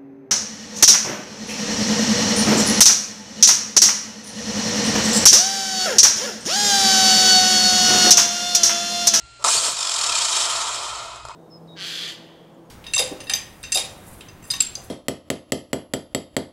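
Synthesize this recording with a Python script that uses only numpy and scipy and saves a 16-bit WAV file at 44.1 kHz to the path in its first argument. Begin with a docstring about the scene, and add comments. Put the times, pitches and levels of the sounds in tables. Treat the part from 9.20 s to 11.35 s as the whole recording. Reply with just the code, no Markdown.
"""In a workshop with low rumble and mains hum, a model car is held in the air while its cooling fan whines.
The electric motor stirs, then kicks in with a knock: random tooth contacts hiss and ring the chassis, the car
shakes and jolts, and rough squeals glide. Then the drivetrain coasts, teeth singing and rattling louder once a
turn of the slightly eccentric axle gear, while a lower grind comes forward; at the halt the slack knocks.
Filtered noise makes hiss, chassis, fan air and room; sines make blade tones, tooth tones, squeals and jolts."""
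import sys
import numpy as np
from scipy import signal
from scipy.fft import rfft, irfft, next_fast_len
from scipy.io import wavfile
from scipy.ndimage import uniform_filter1d, map_coordinates

SR = 44100
rng = np.random.default_rng(int(sys.argv[2]) if len(sys.argv) > 2 else 0)


def to_wav(s):
    """Save 16-bit WAV."""
    ch = np.atleast_2d(s).T  # columns
    pcm = np.round(np.clip(ch, -1, 1) * 32767)  # PCM
    wavfile.write(sys.argv[1], SR, pcm.astype(np.int16))


N = 94815
T = np.arange(N) / SR  # s

START_S, POWER_END_S = .2412, 0.517  # the motor bites; the motor lets go
COAST_S, COAST_RPS = .55, 52.63  # axle speed [turns/s] at this time [s]
SWELL_DB = 3.1  # gears' level change per unit of swell
RING_DB = -5.5  # added to the level of every ring

# How the gears colour a contact: (frequency [Hz], density [dB per Hz])
GEAR_SPECTRUM = [(880, -37.5), (1500, -4.5), (2150, -7.5), (2440, -4), (3250, 0), (3540, 1.5), (5400, 3.5),
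                 (5890, 1.5), (7450, 6), (9890, -7), (15500, -42)]
# Ringing of the gears: (frequency [Hz], width [Hz], level before RING_DB [dB])
GEAR_RESONANCES = [(2451, 82, 9), (3153, 200, 4), (3867, 68, 1.5), (4426, 236, -2.5), (5334, 158, 1),
                   (7220, 69, -3.5), (7670, 120, -6.5)]
# How the plastic chassis colours a contact: (frequency [Hz], density [dB per Hz])
CHASSIS_SPECTRUM = [(88, -31), (150, -28.5), (309, -13.5), (534, -7.5), (688, 2), (810, -7), (963, 4.5),
                    (1360, -0.5), (1700, -20), (2210, -9.5), (3740, -120)]
# Ringing of the chassis: (frequency [Hz], width [Hz], level before RING_DB [dB])
CHASSIS_RESONANCES = [(650, 110, -8.5), (890, 78, 3.5), (1336, 208, 7)]
# A thin metal ring heard with grind and knocks: (frequency [Hz], density [dB per Hz])
THIN_RING_SPECTRUM = [(10400, -38), (10950, -17), (11080, 2), (11200, -36), (11800, -45)]


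def amp(db):
    """Amplitude factor of a level in dB."""
    return 10 ** (np.asarray(db) / 20)


def unit(x):
    """x scaled to an rms of 1."""
    return x / np.sqrt(np.mean(x ** 2) + 1e-20)


def along(points, hz):
    """Read (Hz, value) points on a log frequency axis."""
    f, v = np.transpose(points)
    return np.interp(np.log(hz + 1), np.log(f + 1), v)


def wobble(rate):
    """A smooth random curve through this many knots a second."""
    return map_coordinates(rng.standard_normal(int(N * rate / SR) + 4), [T * rate])


def coloured(x, spectrum, rings=()):
    """x through a causal minimum-phase filter with this spectrum and rings; white noise keeps its rms."""
    size = 2 ** 13
    hz = np.fft.rfftfreq(size, 1 / SR)
    gain = amp(np.maximum(along(spectrum, hz), -70))
    gain = gain * (1 + sum(amp(RING_DB + db) / (1 + (2 * (hz - c) / w) ** 2) for c, w, db in rings))
    # Folding the cepstrum forward in time gives the minimum phase
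    ceps = irfft(np.log(gain))
    ceps[1:size // 2] *= 2
    ceps[size // 2 + 1:] = 0
    ir = irfft(np.exp(rfft(ceps)))
    return signal.fftconvolve(x, ir / np.linalg.norm(ir))[:N]


def fan():
    """Blades chop the air into harmonics of the blade rate, over the noise of the moved air."""
    # Blade tone, which sags with the battery: (time [s], frequency [Hz])
    blade_hz = [(0, 1380), (.24, 1380), (.4, 1240), (2.15, 1263)]
    # Blade harmonics: (multiple, level until the motor lets go [dB], level after [dB])
    blade_orders = [(1, -52, -52), (2, -61, -55.5), (3, -58, -66), (4, -70, -58), (5, -70, -76),
                    (6, -80, -68)]
    # Air noise: (frequency [Hz], density [dB per Hz])
    air_spectrum = [(150, -19), (300, -2.5), (420, -2), (520, -14), (650, -0.5), (1300, -10.5), (1700, -6),
                    (2900, -2), (3700, -4), (4400, -0.5), (5900, -11), (7500, -3), (9400, -14.5),
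                    (10000, -49), (12000, -85)]
    air_db = -51.5
    hz = np.interp(T, *np.transpose(blade_hz)) + 0.61 * wobble(8.85)
    phase = 2 * np.pi * np.cumsum(hz) / SR
    late = T > POWER_END_S
    tones = 0
    for k, db, late_db in blade_orders:
        gain = amp(np.where(late, late_db, db) + 0.53 * wobble(53))
        tones = tones + np.sqrt(2) * gain * np.sin(k * phase)
    air = coloured(rng.standard_normal(N), air_spectrum)
    return tones + amp(air_db + 0.32 * wobble(4)) * air


def workshop():
    """The place itself: a low rumble as filtered noise, and mains hum as one unsteady sine."""
    # Rumble colour: (frequency [Hz], density [dB per Hz])
    rumble_spectrum = [(15, -20), (25, -15), (59, 0.5), (91, -15.5), (113, -1.5), (146, -14), (220, -24.5),
                       (290, -62), (480, -120)]
    # Rumble over time: (time [s], level [dB])
    rumble_db = [(0.0, -67), (0.05, -54), (0.34, -66), (0.77, -65.5), (0.78, -59.5), (1.99, -56.5),
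                 (2.04, -49.5), (2.15, -55)]
    hum_hz, hum_db = 120.2, -65.5
    hum = np.sqrt(2) * amp(hum_db + 3.3 * wobble(8.36)) * np.sin(2 * np.pi * hum_hz * T)
    rumble_gain = amp(np.interp(T, *np.transpose(rumble_db)) + 2.5 * wobble(5.6))
    return hum + rumble_gain * coloured(rng.standard_normal(N), rumble_spectrum)


def rattle():
    """Dense random contacts of uneven size, at an rms of 1."""
    contacts_per_s, scatter_db = 25000, 1
    hit = rng.random(N) < contacts_per_s / SR
    return unit(hit * rng.standard_normal(N) * amp(scatter_db * rng.standard_normal(N)))


def patchy(x):
    """Random patches of gain a few hundred Hz wide and a few tens of ms long."""
    patch_db = 1.5
    z = signal.stft(x, nperseg=256)[2]
    field = uniform_filter1d(rng.standard_normal(z.shape), size=3, axis=0)
    field = uniform_filter1d(field, size=8, axis=1)
    gain = amp(patch_db * unit(field))
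    return signal.istft(z * gain / np.sqrt(np.mean(gain ** 2)), nperseg=256)[1][:N]


def level(column):
    """Base level in dB of the gears (column 1) or chassis (column 2): creeping, then driven and coasting."""
    # The motor stirs before it bites: (time [s], gear hiss level [dB], chassis level [dB])
    creep_db = [(.19, -64, -67), (.2, -53, -50), (.222, -51, -45), (.226, -36, -42), (.24, -58, -50)]
    # From the bite to the halt: (time [s], gear hiss level [dB], chassis level [dB])
    drive_db = [(.243, -24, -22), (0.286, -18.5, -23), (.311, -18, -39.5), (0.382, -20, -30.5),
                (.407, -25, -36), (.459, -20.5, -30.5), (.495, -25, -33), (.555, -30, -43),
                (.6, -26.5, -36), (.72, -24.5, -35), (.9, -23.5, -29.5), (1.04, -22.5, -32.5),
                (1.08, -25.5, -35.5), (1.13, -22, -29.5), (1.36, -25.5, -31), (1.64, -33, -33.5),
                (1.8, -38.5, -34.5), (1.95, -47, -40.5), (2.01, -51.5, -43.5), (2.03, -56.5, -54),
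                (2.118, -53, -43), (2.13, -77, -59)]
    creep, drive = np.transpose(creep_db), np.transpose(drive_db)
    creeping = np.interp(T, creep[0], creep[column], left=-120)
    return np.where(T < START_S, creeping, np.interp(T, drive[0], drive[column]))


def coasting():
    """0 under power, rising to 1 once the motor lets go."""
    return np.clip((T - POWER_END_S) / 0.044, 0, 1)


def axle_turns():
    """Turns of the coasting axle: friction slows it, ever more gently."""
    brake, ease = 56.29, 16.62  # turns/s^2, turns/s^3
    u = T - COAST_S
    return COAST_RPS * u - brake * u ** 2 / 2 + ease * u ** 3 / 3


def eccentric_swell(turns):
    """The eccentric axle gear meshes tightest once a turn; the swell evens out as the gears slow."""
    high_spot = .08  # share of a turn where the mesh is tightest
    overtone = .3  # share of the second harmonic, which sharpens the peak
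    end_s, fade_s = 1.9, .95
    angle = 2 * np.pi * (turns - high_spot)
    shape = (np.cos(angle) + overtone * np.cos(2 * angle)) / (1 + overtone / 2)
    return shape * coasting() * np.clip((end_s - T) / fade_s, 0, 1)


def gear_hiss(swell):
    """Tooth contacts ring the gears, unevenly while coasting."""
    uneven_db = .8
    db = SWELL_DB * swell + uneven_db * coasting() * wobble(39.96) + level(1)
    return coloured(patchy(rattle()) * amp(db), GEAR_SPECTRUM, GEAR_RESONANCES)


def chassis(swell):
    """Tooth contacts ring the plastic chassis, which follows the swell less than the gears do."""
    swell_db = 1.5  # per unit of swell
    db = swell_db * swell + 0.54 * wobble(34.7) + level(2)
    return coloured(rattle() * amp(db), CHASSIS_SPECTRUM, CHASSIS_RESONANCES)


def shake():
    """The lower chassis rattles as the torque twists the car."""
    # Colour: (frequency [Hz], density [dB per Hz])
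    shake_spectrum = [(120, -23), (250, -13.5), (400, -3.5), (600, 2.5), (750, -3), (900, -44)]
    # Strength, silent outside these times: (time [s], level [dB])
    shake_db = [(0.19, -51), (0.206, -48), (0.23, -59), (0.24, -40), (0.262, -36), (0.29, -45),
                (0.494, -38), (0.538, -61), (0.56, -60)]
    db = np.interp(T, *np.transpose(shake_db), left=-120, right=-120)
    return coloured(rattle() * amp(db + 0.91 * wobble(61)), shake_spectrum)


def grind(swell):
    """Lower contacts come forward against the hiss as the gears slow, with a flickering thin metal ring."""
    # Colour: (frequency [Hz], density [dB per Hz])
    grind_spectrum = [(1300, -26.5), (1800, -4), (2500, -7.5), (3200, -1.5), (4200, -1), (6000, -44)]
    grind_db, grows_db_per_s = -20, 14  # against the gear hiss at COAST_S; its growth
    ring_db, flicker_db = -30, 6  # thin ring against the grind; its random wander
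    db = level(1) + grind_db + grows_db_per_s * (T - COAST_S) + SWELL_DB * swell
    slow = patchy(rattle()) * amp(db)
    thin = slow * amp(ring_db + flicker_db * wobble(24.4))
    return coloured(slow, grind_spectrum, GEAR_RESONANCES) + coloured(thin, THIN_RING_SPECTRUM)


def knocks():
    """Slack in the drivetrain is taken up: a blow and its dying chatter into chassis and gears."""
    # Knocks: (time [s], chassis blow level [dB], gears against chassis [dB])
    blows = [(0.2411, -8.5, 0.5), (0.2467, -7, 4), (.487, -14.5, -12), (1.959, -20.5, -7),
             (2.0517, -17.5, -6.5), (2.064, -24.5, -20), (2.0856, -15.5, -8.5), (2.095, -17, -22),
             (2.106, -20, -16), (2.114, -19, -28)]
    chatter_db, t60_s = -11.5, 0.021  # chatter against the blow; time to fall 60 dB
    low, high = np.zeros(N), np.zeros(N)
    for s, db, treble_db in blows:
        decay_db = chatter_db - 60 * np.maximum(T - s, 0) / t60_s
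        hit = (T >= s) * amp(decay_db) * rng.standard_normal(N)
        hit[round(s * SR)] = 1
        low += hit * amp(db)
        high += hit * amp(db + treble_db)
    body = coloured(low, CHASSIS_SPECTRUM, CHASSIS_RESONANCES)
    gears = coloured(high, GEAR_SPECTRUM, GEAR_RESONANCES)
    return body + gears + amp(-18) * coloured(high, THIN_RING_SPECTRUM)


def power_fizz():
    """Extra treble contacts while the motor pulls."""
    # Colour: (frequency [Hz], density [dB per Hz])
    fizz_spectrum = [(5000, -28.5), (6500, -2), (8700, 1), (10500, -21), (13500, -24), (15500, -40)]
    fizz_db = -6  # against the gear hiss
    power = (T >= START_S) * (1 - coasting())
    return coloured(rattle() * power * amp(level(1) + fizz_db), fizz_spectrum)


def squeals():
    """Brief gliding tones while the motor pulls, roughened by random level and phase."""
    # Glides: (centre time [s], length [s], from [Hz], to [Hz], level [dB])
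    glides = [(0.285, 0.019, 5860, 6140, -23.5), (0.341, 0.019, 6480, 6680, -22.5),
              (0.355, 0.012, 7140, 7180, -20), (0.378, 0.021, 4400, 4680, -21.5),
              (0.447, 0.011, 4330, 4330, -29)]
    out = 0
    for s, length, hz0, hz1, db in glides:
        u = (T - s) / length
        phase = 2 * np.pi * length * ((hz0 + hz1) / 2 * u + (hz1 - hz0) / 2 * u ** 2)
        envelope = amp(db + 3 * wobble(400)) * np.exp(-4 * u ** 2)
        out = out + envelope * np.sqrt(2) * np.sin(phase + wobble(250))
    return out


def thumps():
    """The car jolts in the hand: low sines that swell and die softly."""
    # Jolts: (time [s], frequency [Hz], level at the envelope's peak [dB])
    jolts = [(0.348, 442, -31), (0.369, 142, -38.5), (0.483, 300, -42), (0.528, 173, -46)]
    rise_s = 0.0042
    out = 0
    for s, hz, db in jolts:
        v = np.maximum(T - s, 0) / rise_s
        out = out + amp(db) * np.e * v * np.exp(-v) * np.sin(2 * np.pi * hz * rise_s * v)
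    return out


def teeth(turns, swell):
    """Harmonics of the tooth rate flare near the tight spot and where they cross a resonance."""
    # Harmonics of the tooth rate: (multiple, level [dB])
    mesh_orders = [(2, 0), (3, -2), (4, -4), (5, -7)]
    # Resonances the tones cross: (frequency [Hz], width [Hz], level [dB])
    sing_resonances = [(2480, 220, -7), (3280, 240, -6), (3800, 200, -6), (4350, 250, -6), (5400, 550, -1),
                       (7250, 600, -3)]
    tooth_count, waver = 37, .012  # waver: random share of the tooth rate at COAST_S
    tooth_db, swell_db, scatter_db = -1.5, 12, 3  # against the gear hiss; per unit of swell; random wander
    end_s, fade_s = 1.5, 0.56
    cycles = tooth_count * turns + np.cumsum(waver * tooth_count * COAST_RPS * wobble(60)) / SR
    hz = np.gradient(cycles) * SR
    tones = 0
    for k, db in mesh_orders:
        gain = sum(amp(top_db) / (1 + (2 * (k * hz - c) / w) ** 2) for c, w, top_db in sing_resonances)
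        tone = np.sin(2 * np.pi * (k * cycles + rng.random()))
        tones = tones + gain * amp(db + scatter_db * wobble(51.8)) * tone
    fade = np.clip((end_s - T) / fade_s, 0, 1) * (T > POWER_END_S)
    return tones * amp(swell_db * (swell - 0.5) + tooth_db + level(1)) * fade


def drivetrain():
    """Contacts drive gears and chassis, all swelling with one axle; teeth and squeals sing on top."""
    turns = axle_turns()
    swell = eccentric_swell(turns)
    contacts = gear_hiss(swell) + chassis(swell) + shake() + grind(swell) + power_fizz()
    return contacts + squeals() + teeth(turns, swell)


def room(x):
    """Each frequency of the room's answer dies at its own speed; the answer changes as the car moves."""
    # Decay: (frequency [Hz], time to fall 60 dB [s])
    decay_s = [(300, 0.83), (3000, 0.61), (10000, 0.38)]
    hz, t, z = signal.stft(rng.standard_normal((12, SR // 2)), SR, nperseg=256)
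    tails = signal.istft(z * amp(-60 * t / along(decay_s, hz)[:, None]), SR, nperseg=256)[1]
    # Crossfade through the twelve answers in turn
    place = np.linspace(0, len(tails) - 1, N)
    parts = x * np.cos(np.pi / 2 * np.clip(place - np.arange(len(tails))[:, None], -1, 1))
    delayed = np.pad(parts, ((0, 0), (180, 0)))  # samples before the first reflection
    return signal.fftconvolve(delayed, tails / np.linalg.norm(tails[0]), axes=1)[:, :N].sum(0)


def scene():
    """The car, direct and through the room, with its fan and the workshop around it."""
    room_db = -10.5
    car = drivetrain() + knocks() + thumps()
    return (car + amp(room_db) * room(car) + fan() + workshop())[None]


def record(dry):
    """The microphone channel keeps nothing from its band limit up."""
    top_hz = 15500
    size = next_fast_len(N + SR // 2)
    kept = np.fft.rfftfreq(size, 1 / SR) < top_hz
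    return irfft(rfft(dry, size) * kept, size)[:, :N]


dry = scene()
out = record(dry)
to_wav(out)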